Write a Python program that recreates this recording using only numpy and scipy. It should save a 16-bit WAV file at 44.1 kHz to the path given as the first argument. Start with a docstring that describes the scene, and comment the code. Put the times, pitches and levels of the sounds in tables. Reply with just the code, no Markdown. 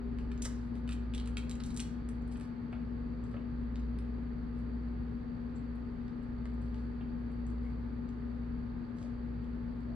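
"""A small kitchen, a stereo microphone close to the table where two people crack and pick steamed crabs.
From the start a refrigerator hums and buzzes and fan motors drone in slow beats; a faint low tone fades.
For the first two and a half seconds shells snap in quick clusters. After that fingers pick at the meat
with small wet ticks and rubs, and now and then a bit of shell drops on the table."""
import sys
import numpy as np
from scipy import signal
from scipy.fft import rfft, irfft
from scipy.io import wavfile
from scipy.ndimage import uniform_filter1d

SR = 44100
rng = np.random.default_rng(int(sys.argv[2]) if len(sys.argv) > 2 else 0)


def output_pcm(signal):
    """Save a mono or channel-first signal as 16-bit PCM at the path in sys.argv[1].

    Samples are clipped to [-1, 1] before scaling.
    """
    pcm = np.clip(np.atleast_2d(signal).T, -1, 1) * 32767
    wavfile.write(sys.argv[1], SR, np.round(pcm).astype(np.int16))


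N = 438794
T = np.arange(N) / SR
BINS_HZ = np.linspace(0, SR / 2, 1025)

# spectrum of a ringing shell: frequency_hz, relative_db
RING_SPECTRUM = [(600, -36), (1500, -16), (2200, 1), (2700, -0.5), (4000, -0.5), (5200, -3), (7000, -22.5),
                 (12000, -48)]
# spectrum of a splintering shell: frequency_hz, relative_db
SPLINTER_SPECTRUM = [(2000, -34.5), (4500, -3), (5700, -1), (7600, -2), (9000, -3.5), (10500, -5),
                     (12000, -12.5), (13500, -20), (15000, -18.5), (17000, -24)]


def cracks():
    """Each snap mixes the ring of the shell, bright splintering and the pop of the hollow claw."""
    # shell snaps: start_s, ring_db, ring_hz, splinter_db, hollow_db
    snaps = [(0.1862, -57, 2480, -72, -61), (0.3164, -56.5, 2560, -68.5, -55),
             (0.4206, -52.5, 3430, -42.5, -69), (0.4256, -69, 3570, -49, -71), (0.44, -59, 3090, -54, -65),
             (0.446, -51.5, 3390, -49, -60), (0.4512, -51, 4000, -43, -55), (0.4567, -54, 3140, -46, -54),
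             (0.754, -66, 2360, -76, -72), (0.877, -57, 2700, -67, -69), (0.8908, -49, 2620, -59, -53),
             (0.9102, -56, 2660, -60, -72), (0.921, -50, 2900, -64, -60), (0.928, -68, 3070, -57.5, -61),
             (1.138, -50.5, 3130, -64, -68), (1.1478, -50, 3080, -53.5, -72), (1.157, -59, 3550, -67, -68),
             (1.1791, -48, 3620, -60, -62), (1.199, -51, 3780, -62, -64), (1.2585, -60, 3650, -64, -64.5),
             (1.274, -55, 2540, -58.5, -59), (1.3698, -40, 2550, -53.5, -48.5),
             (1.379, -57, 3430, -53, -61), (1.4947, -53.5, 4350, -52.5, -70),
             (1.512, -50.5, 3330, -53, -76), (1.554, -65, 2410, -61, -75), (1.602, -51.5, 4530, -64, -55),
             (1.637, -55, 3970, -53, -69), (1.661, -68.5, 3910, -54.5, -70), (1.7047, -57, 3770, -61, -73),
             (1.744, -79, 2490, -59.5, -70), (1.7636, -58, 3550, -49.5, -56), (1.7731, -51, 3900, -45, -72),
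             (1.795, -44.5, 2820, -53, -56), (1.8014, -47.5, 4100, -42, -57),
             (2.0886, -62, 2110, -59.5, -59), (2.357, -60, 2720, -86, -65), (2.371, -78, 2970, -66, -64),
             (2.4109, -62, 2630, -66.5, -55.5)]
    # each piece of shell in hand splinters at its own pitch: start_s, pitch_hz
    pieces = [(0, 6900), (.448, 5800), (.7, 7950), (1.45, 7150), (2.0, 8300)]
    ring_shape, splinter_shape = amp(curve(RING_SPECTRUM)), amp(curve(SPLINTER_SPECTRUM))
    out = np.zeros(N)
    for start, ring_db, ring_hz, splinter_db, hollow_db in snaps:
        piece_hz = [hz for since, hz in pieces if since <= start][-1]
        ring = at_level(ring_db, ring_shape * (0.76 + resonance(ring_hz, octaves=0.27)))
        splinter = at_level(splinter_db, splinter_shape * (0.69 + resonance(piece_hz, octaves=0.36)))
        hollow = at_level(hollow_db, resonance(1420, octaves=0.38))
        gain = np.sqrt(ring ** 2 + splinter ** 2 + hollow ** 2)
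        add(out, start, fracture(shell(gain, uneven_db=2.3), decay_s=0.0024))
    return out


def fracture(response, decay_s):
    """One break and a dying run of tiny after-breaks ring the shell."""
    t = np.arange(2048) / SR
    force = 0.35 * rng.standard_normal(len(t)) ** 3 * np.exp(-t / decay_s)
    force[0] += 1.5
    colour = np.sqrt(uniform_filter1d(abs(rfft(force)) ** 2, size=40))
    white_force = signal.fftconvolve(force, impulse_response(1 / colour))
    return np.sqrt(.005 * SR) * signal.fftconvolve(white_force, response)  # energy of 5 ms at its level


def shell(gain, uneven_db=2.5):
    """The response of one piece of shell, with its own random resonances."""
    ripple = uniform_filter1d(rng.standard_normal(len(BINS_HZ)), size=12)
    modes = unit(uniform_filter1d(ripple, size=12))
    return impulse_response(gain * unit(amp(uneven_db * modes)))


def wet_ticks():
    """Wet fibres and thin membranes part with tiny high clicks."""
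    # ticks of picking: start_s, level_db, pitch_hz, ring_db
    ticks = [(0.3778, -66, 6080, -65), (2.2213, -76.5, 6450, -87), (2.2779, -73, 8140, -74),
             (2.323, -67.5, 8400, -70), (2.3403, -71, 7340, -74), (2.399, -68, 9160, -63),
             (2.7267, -81, 7340, -69), (3.24, -71, 6800, -75), (3.3151, -83, 8080, -70.5),
             (3.758, -68, 6740, -58), (3.7974, -74, 6560, -67), (3.9884, -67.5, 9240, -61),
             (4.5902, -81, 8670, -77), (5.5587, -75, 7060, -77), (5.5639, -76, 7200, -72),
             (5.757, -79, 9250, -84), (6.081, -81, 6440, -67), (6.2305, -81, 7580, -84),
             (6.4558, -72.5, 7400, -62.5), (6.5408, -81.5, 7650, -80), (6.6187, -74.5, 7600, -81),
             (6.7449, -78.5, 6600, -64), (7.317, -81, 7930, -82), (7.4675, -66.5, 7000, -75),
             (7.5023, -74, 7200, -89), (8.0907, -73, 6750, -69), (8.986, -75.5, 6840, -68),
             (9.0287, -71, 7060, -64), (9.444, -82.5, 7070, -74), (9.807, -84, 7590, -77)]
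    out = np.zeros(N)
    for start, db, hz, ring_db in ticks:
        click = at_level(db, resonance(hz, octaves=0.3))
        ring = at_level(ring_db, amp(curve(RING_SPECTRUM)))
        add(out, start, fracture(shell(np.hypot(click, ring)), decay_s=0.00038))
    return out


def dropped_bits():
    """Bits of shell land on the covered table with a dull knock and a clack."""
    # landings: start_s, knock_db, clack_db, clack_hz
    landings = [(0.4551, -46, -49, 1790), (2.411, -55.5, -67, 2100), (2.7282, -45, -53.5, 2320),
                (3.342, -45, -71, 1760), (3.3666, -52.5, -59, 2480), (6.4548, -51, -58, 1840),
                (7.0082, -53.5, -59.5, 2680)]
    # spectrum of the table's knock: frequency_hz, relative_db
    table_spectrum = [(150, -20.5), (350, -5.5), (550, 4.5), (900, -6), (1500, -5.5), (2200, -18),
                      (4500, -31.5), (7000, -52), (12000, -69)]
    out = np.zeros(N)
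    for start, knock_db, clack_db, clack_hz in landings:
        knock = at_level(knock_db, amp(curve(table_spectrum)))
        clack = at_level(clack_db, resonance(clack_hz, octaves=0.33))
        add(out, start, fracture(shell(np.hypot(knock, clack), uneven_db=0), decay_s=.004))
    return out


def tearing():
    """A pull is a shower of faint crackles of uneven size that dies down as the meat gives."""
    # fingers pulling meat from the shell: start_s, length_s, level_db
    pulls = [(0.183, 0.082, -78), (0.312, 0.082, -83), (0.555, .15, -77.5), (0.738, 0.065, -75),
             (1.63, 0.14, -66), (2.306, 0.045, -64.5), (2.41, 0.058, -69.5), (3.23, .15, -81),
             (4.555, .08, -82), (6.612, .11, -79), (6.74, .14, -80.5), (7.625, .11, -81), (8.962, .13, -79)]
    grip_s, release_s, fade_db = .01, .02, -6
    level, crackle = np.zeros(N), np.zeros(N)
    for start, length, db in pulls:
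        t = np.arange(0, length, 1 / SR)
        gate = np.clip(np.minimum(t / grip_s, (length - t) / release_s), 0, 1)
        add(level, start, gate * amp(db + fade_db * t / length))
    gain = amp(curve(SPLINTER_SPECTRUM)) + amp(5 + curve(RING_SPECTRUM))
    for _ in range(8):
        clicks = rng.random(N) < 90 / SR  # about 90 a second in each stream
        sizes = amp(1.8 * np.minimum(rng.exponential(1, N), 4))
        crackle += signal.oaconvolve(clicks * sizes, shell(gain))[:N]
    return level * unit(crackle)


def rubs():
    """Wet fingers, shell and table cover drag and squeak in a haze of small slips."""
    # rubs: middle_s, length_s, level_db, pitch_hz, width_octaves
    strokes = [(0.21, 0.05, -72, 2600, 0.16), (2.753, 0.11, -73, 2800, 0.57), (5.566, .04, -73, 7470, .09),
               (6.776, 0.093, -76, 4200, 0.53), (7.671, 0.12, -67, 2100, 0.088),
               (9.017, 0.17, -75, 4500, 0.75), (9.028, 0.15, -63, 620, 0.23),
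               (9.918, .12, -60.5, 620, 0.24)]
    out = np.zeros(N)
    for middle, length, db, hz, octaves in strokes:
        size = int(length * SR)
        slips = rng.standard_normal(SR)[:size] ** 3
        rub = signal.fftconvolve(slips, shell(resonance(hz, octaves)))[:size]
        add(out, middle - length / 2, at_level(db, rub) * np.hanning(size))
    return out


def kitchen(sound, early_db, tail_db):
    """Direct sound at two microphone ports, reflections off the table and walls, and a short tail."""
    # time the room takes to fall 60 dB: frequency_hz, decay_s
    room_decay = [(300, 0.52), (2000, 0.55), (5000, .42), (9000, 0.28), (14000, 0.39)]
    # phase between the ports: frequency_hz, left_lead_rad
    port_phase = [(100, 0), (430, .5), (1000, -1.5), (2700, -.7), (4200, -.8), (5200, -2), (5900, -1.9),
                  (6600, -2.6), (7600, -.8), (9600, .6), (12000, 2.4), (16000, 1.8)]
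    size = 26000
    scatter = rng.standard_normal((2, size)) * (rng.random((2, size)) < .3)
    scatter[1] = .6 * scatter[0] + .8 * scatter[1]  # partly alike at both ports
    hz, frame_s, bands = signal.stft(scatter, SR, nperseg=256)
    decay = amp(-60 * frame_s / curve(room_decay, hz)[:, None])
    tail = signal.istft(bands * decay, SR, nperseg=256)[1][:, :size]
    t = np.arange(size) / SR
    tail *= 1 - np.exp(-t / 0.002)
    early = rng.choice([-1., 1.], size) * (rng.random(size) < 1500 / SR)
    early *= np.exp(-t / .016) * (t > .003)
    response = (at_level(tail_db, tail) + at_level(early_db, early)) / np.sqrt(size)
    response[:, 0] += 1  # direct sound
    heard = rfft(signal.oaconvolve(sound[None], response, axes=1)[:, :N])
    lead = curve(port_phase, np.fft.rfftfreq(N, 1 / SR))
    return pan(-.8) * irfft(heard * np.exp(.5j * np.array([lead, -lead])), N)


def machines():
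    """Mains hum of the compressor, the beating drone of the motors and their weaker tones."""
    # motor tones: pitch_hz, level_db, left_minus_right_db
    motor_tones = [(103.6, -57.5, 2), (111.6, -56, 2), (120, -58.5, 3), (223.4, -56, 4), (232.9, -62, 4),
                   (407.8, -65.5, 3), (447, -71, 9), (465.7, -72, 7), (511, -72.5, 6), (872.5, -73.2, 5),
                   (1098.5, -79.5, 0), (1222.3, -74, 0), (1280, -82, 0)]
    hum_hz = 240.05
    hum = amp(-43) * pan(6.5) * np.sin(2 * np.pi * hum_hz * T + .03 * wander(3.3))
    tones = np.zeros((2, N))
    for hz, db, side_db in motor_tones:
        level = amp(db + 1.5 * wander(7.5))
        tones += level * pan(side_db) * np.sin(2 * np.pi * hz * (T + 0.0003 * wander(.8)))
    return np.sqrt(2) * (hum + drone() + tones)  # levels are rms


def drone():
    """Three motors at nearly the same speed beat against each other, so the drone swells and sinks."""
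    # fan and compressor motors just under mains speed: pitch_hz, level_db, in_step_with_first_s
    motors = [(58.203, -42.9, 0), (58.52, -51.7, 1.04), (59.301, -51.4, .27)]
    first_hz = motors[0][0]
    beating = np.zeros(N)
    for hz, db, in_step in motors:
        turns = first_hz * T + (hz - first_hz) * (T - in_step)
        beating += amp(db) * np.sin(2 * np.pi * turns)
    return amp(0.06 + 0.66 * wander(3.8)) * beating


def ventilation():
    """Steady rush of air, coloured by room modes, alike at both ports in the bass."""
    # rumble and hiss of moving air: frequency_hz, relative_db
    rumble = [(10, -28), (23, -28), (30, -12.5), (38, 4.5), (47, -14.5), (70, -3.5), (95, -11.5),
              (120, -6.5), (172, -3.5), (185, -12.5), (268, -5.5), (283, -11), (440, -17.5), (600, -25)]
    hiss = [(750, -26), (1000, -27), (1700, -29), (2300, -38), (3500, -47), (4800, -51), (5200, -56),
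            (6500, -64.5), (7300, -62), (8200, -65), (10000, -68.5), (11500, -76), (12500, -80.5),
            (16000, -85)]
    # likeness of the two ports: frequency_hz, correlation (below zero counts as zero)
    likeness = [(60, 0.8), (92, 0.8), (140, 0.82), (210, 0.84), (330, 0.6), (500, 0.47), (770, -0.55),
                (1170, -0.13), (1790, 0.15), (2740, 0.58), (4190, 0.74), (6410, -0.26), (9810, 0.77),
                (15000, -0.06)]
    # balance of the ports: frequency_hz, left_minus_right_db
    balance = [(60, -1.5), (92, 2.5), (140, -2.5), (210, 9.5), (330, 0.5), (500, 4.5), (770, 4),
               (1170, 2.5), (1790, -6), (2740, -0.5), (4190, -10), (6410, -2.5), (9810, 1), (15000, 6.5)]
    # phase between the ports: frequency_hz, left_lead_rad
    lead = [(0, -1.5), (430, 1.26), (860, -2.5), (1640, 3.0), (2840, -1.2), (4310, 0), (4910, -1.5),
            (5250, -1), (6030, -2.5), (8270, -2.2), (10200, 0.2), (11600, 4.5), (14300, 3), (16200, 0.2)]
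    hz = np.fft.rfftfreq(N, 1 / SR)
    left, other = rfft(rng.standard_normal((2, N)))
    shared = np.clip(curve(likeness, hz), 0, 1)
    right = shared * left + np.sqrt(1 - shared ** 2) * other
    right *= np.exp(-1j * curve(lead, hz))
    colour = amp(curve(rumble + hiss, hz)) * pan(curve(balance, hz))
    return at_level(-45, irfft(np.array([left, right]) * colour, N))


def low_tone():
    """A faint low tone, a little to the left, wavers and is gone by 0.6 s."""
    level = amp(-57 + 2 * wander(6.6)) * np.interp(T, [0, .28, .6], [1, .9, 0])
    return pan(4) * np.sqrt(2) * level * np.sin(2 * np.pi * 396 * T + 0.33 * wander(8.4))


def mains_buzz():
    """A thin electrical sizzle on the right, in bursts locked to the 60 Hz mains."""
    cycle = 2 * np.pi * 60 * T
    bursts = np.exp(0.27 * np.cos(cycle) + 0.083 * np.cos(2 * cycle) + 0.12 * np.cos(3 * cycle))
    narrow_peak = 1 / (1 + ((BINS_HZ - 4560) / 110) ** 2)
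    ring = impulse_response(narrow_peak + .25 * resonance(4150, octaves=.17))
    sizzle = signal.oaconvolve(bursts * rng.standard_normal(N), ring)[:N]
    return pan(-16) * at_level(-83.5, sizzle)


def amp(db):
    """Decibels to gain."""
    return 10 ** (np.asarray(db) / 20)


def unit(x):
    """Scales to rms 1."""
    return x / np.sqrt(np.mean(x ** 2) + 1e-30)


def at_level(db, x):
    """Scales a sound or spectrum to an rms level."""
    return amp(db) * unit(x)


def curve(points, hz=BINS_HZ):
    """Interpolates a table on a log-frequency axis."""
    point_hz, value = np.transpose(points)
    return np.interp(np.log(hz + 1), np.log(point_hz + 1), value)


def resonance(hz, octaves):
    """Gain curve of a broad resonance around hz."""
    return 1 / (1 + (np.log2((BINS_HZ + 1) / hz) / octaves) ** 4)


def impulse_response(gain):
    """Minimum-phase response of a gain curve: sharp start, ringing after."""
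    mirrored = np.r_[gain, gain[-2:0:-1]]
    log_gain = np.log(np.maximum(mirrored, gain.max() * 1e-5))
    spectrum = np.exp(np.conj(signal.hilbert(log_gain)))
    return np.fft.ifft(spectrum).real[:len(gain)]


def wander(rate_hz):
    """Slow random drift of rms 1."""
    lowpass = np.exp(-(np.fft.rfftfreq(N, 1 / SR) / rate_hz) ** 2)
    return unit(irfft(rfft(rng.standard_normal(N)) * lowpass, N))


def pan(side_db):
    """Left and right gains for a level difference; positive is left."""
    return amp(np.array([[.5], [-.5]]) * side_db)


def add(mix, start_s, sound):
    """Adds a sound into the mix at start_s."""
    span = mix[max(round(start_s * SR), 0):][:len(sound)]
    span += sound[:len(span)]


def scene():
    """Hands at work near the microphone, the humming kitchen behind them."""
    snaps = kitchen(cracks() + dropped_bits(), early_db=-5.5, tail_db=-5)
    picking = kitchen(wet_ticks() + tearing() + rubs(), early_db=-5.5, tail_db=-4)
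    return snaps + picking + machines() + low_tone() + mains_buzz() + ventilation()


def record(dry):
    """The recorder cuts off the highest treble."""
    edge_hz = 15900
    lowpass = signal.firwin(511, edge_hz, window=("kaiser", 9), fs=SR)
    return signal.oaconvolve(dry, lowpass[None], "same")


dry = scene()
out = record(dry)
output_pcm(out)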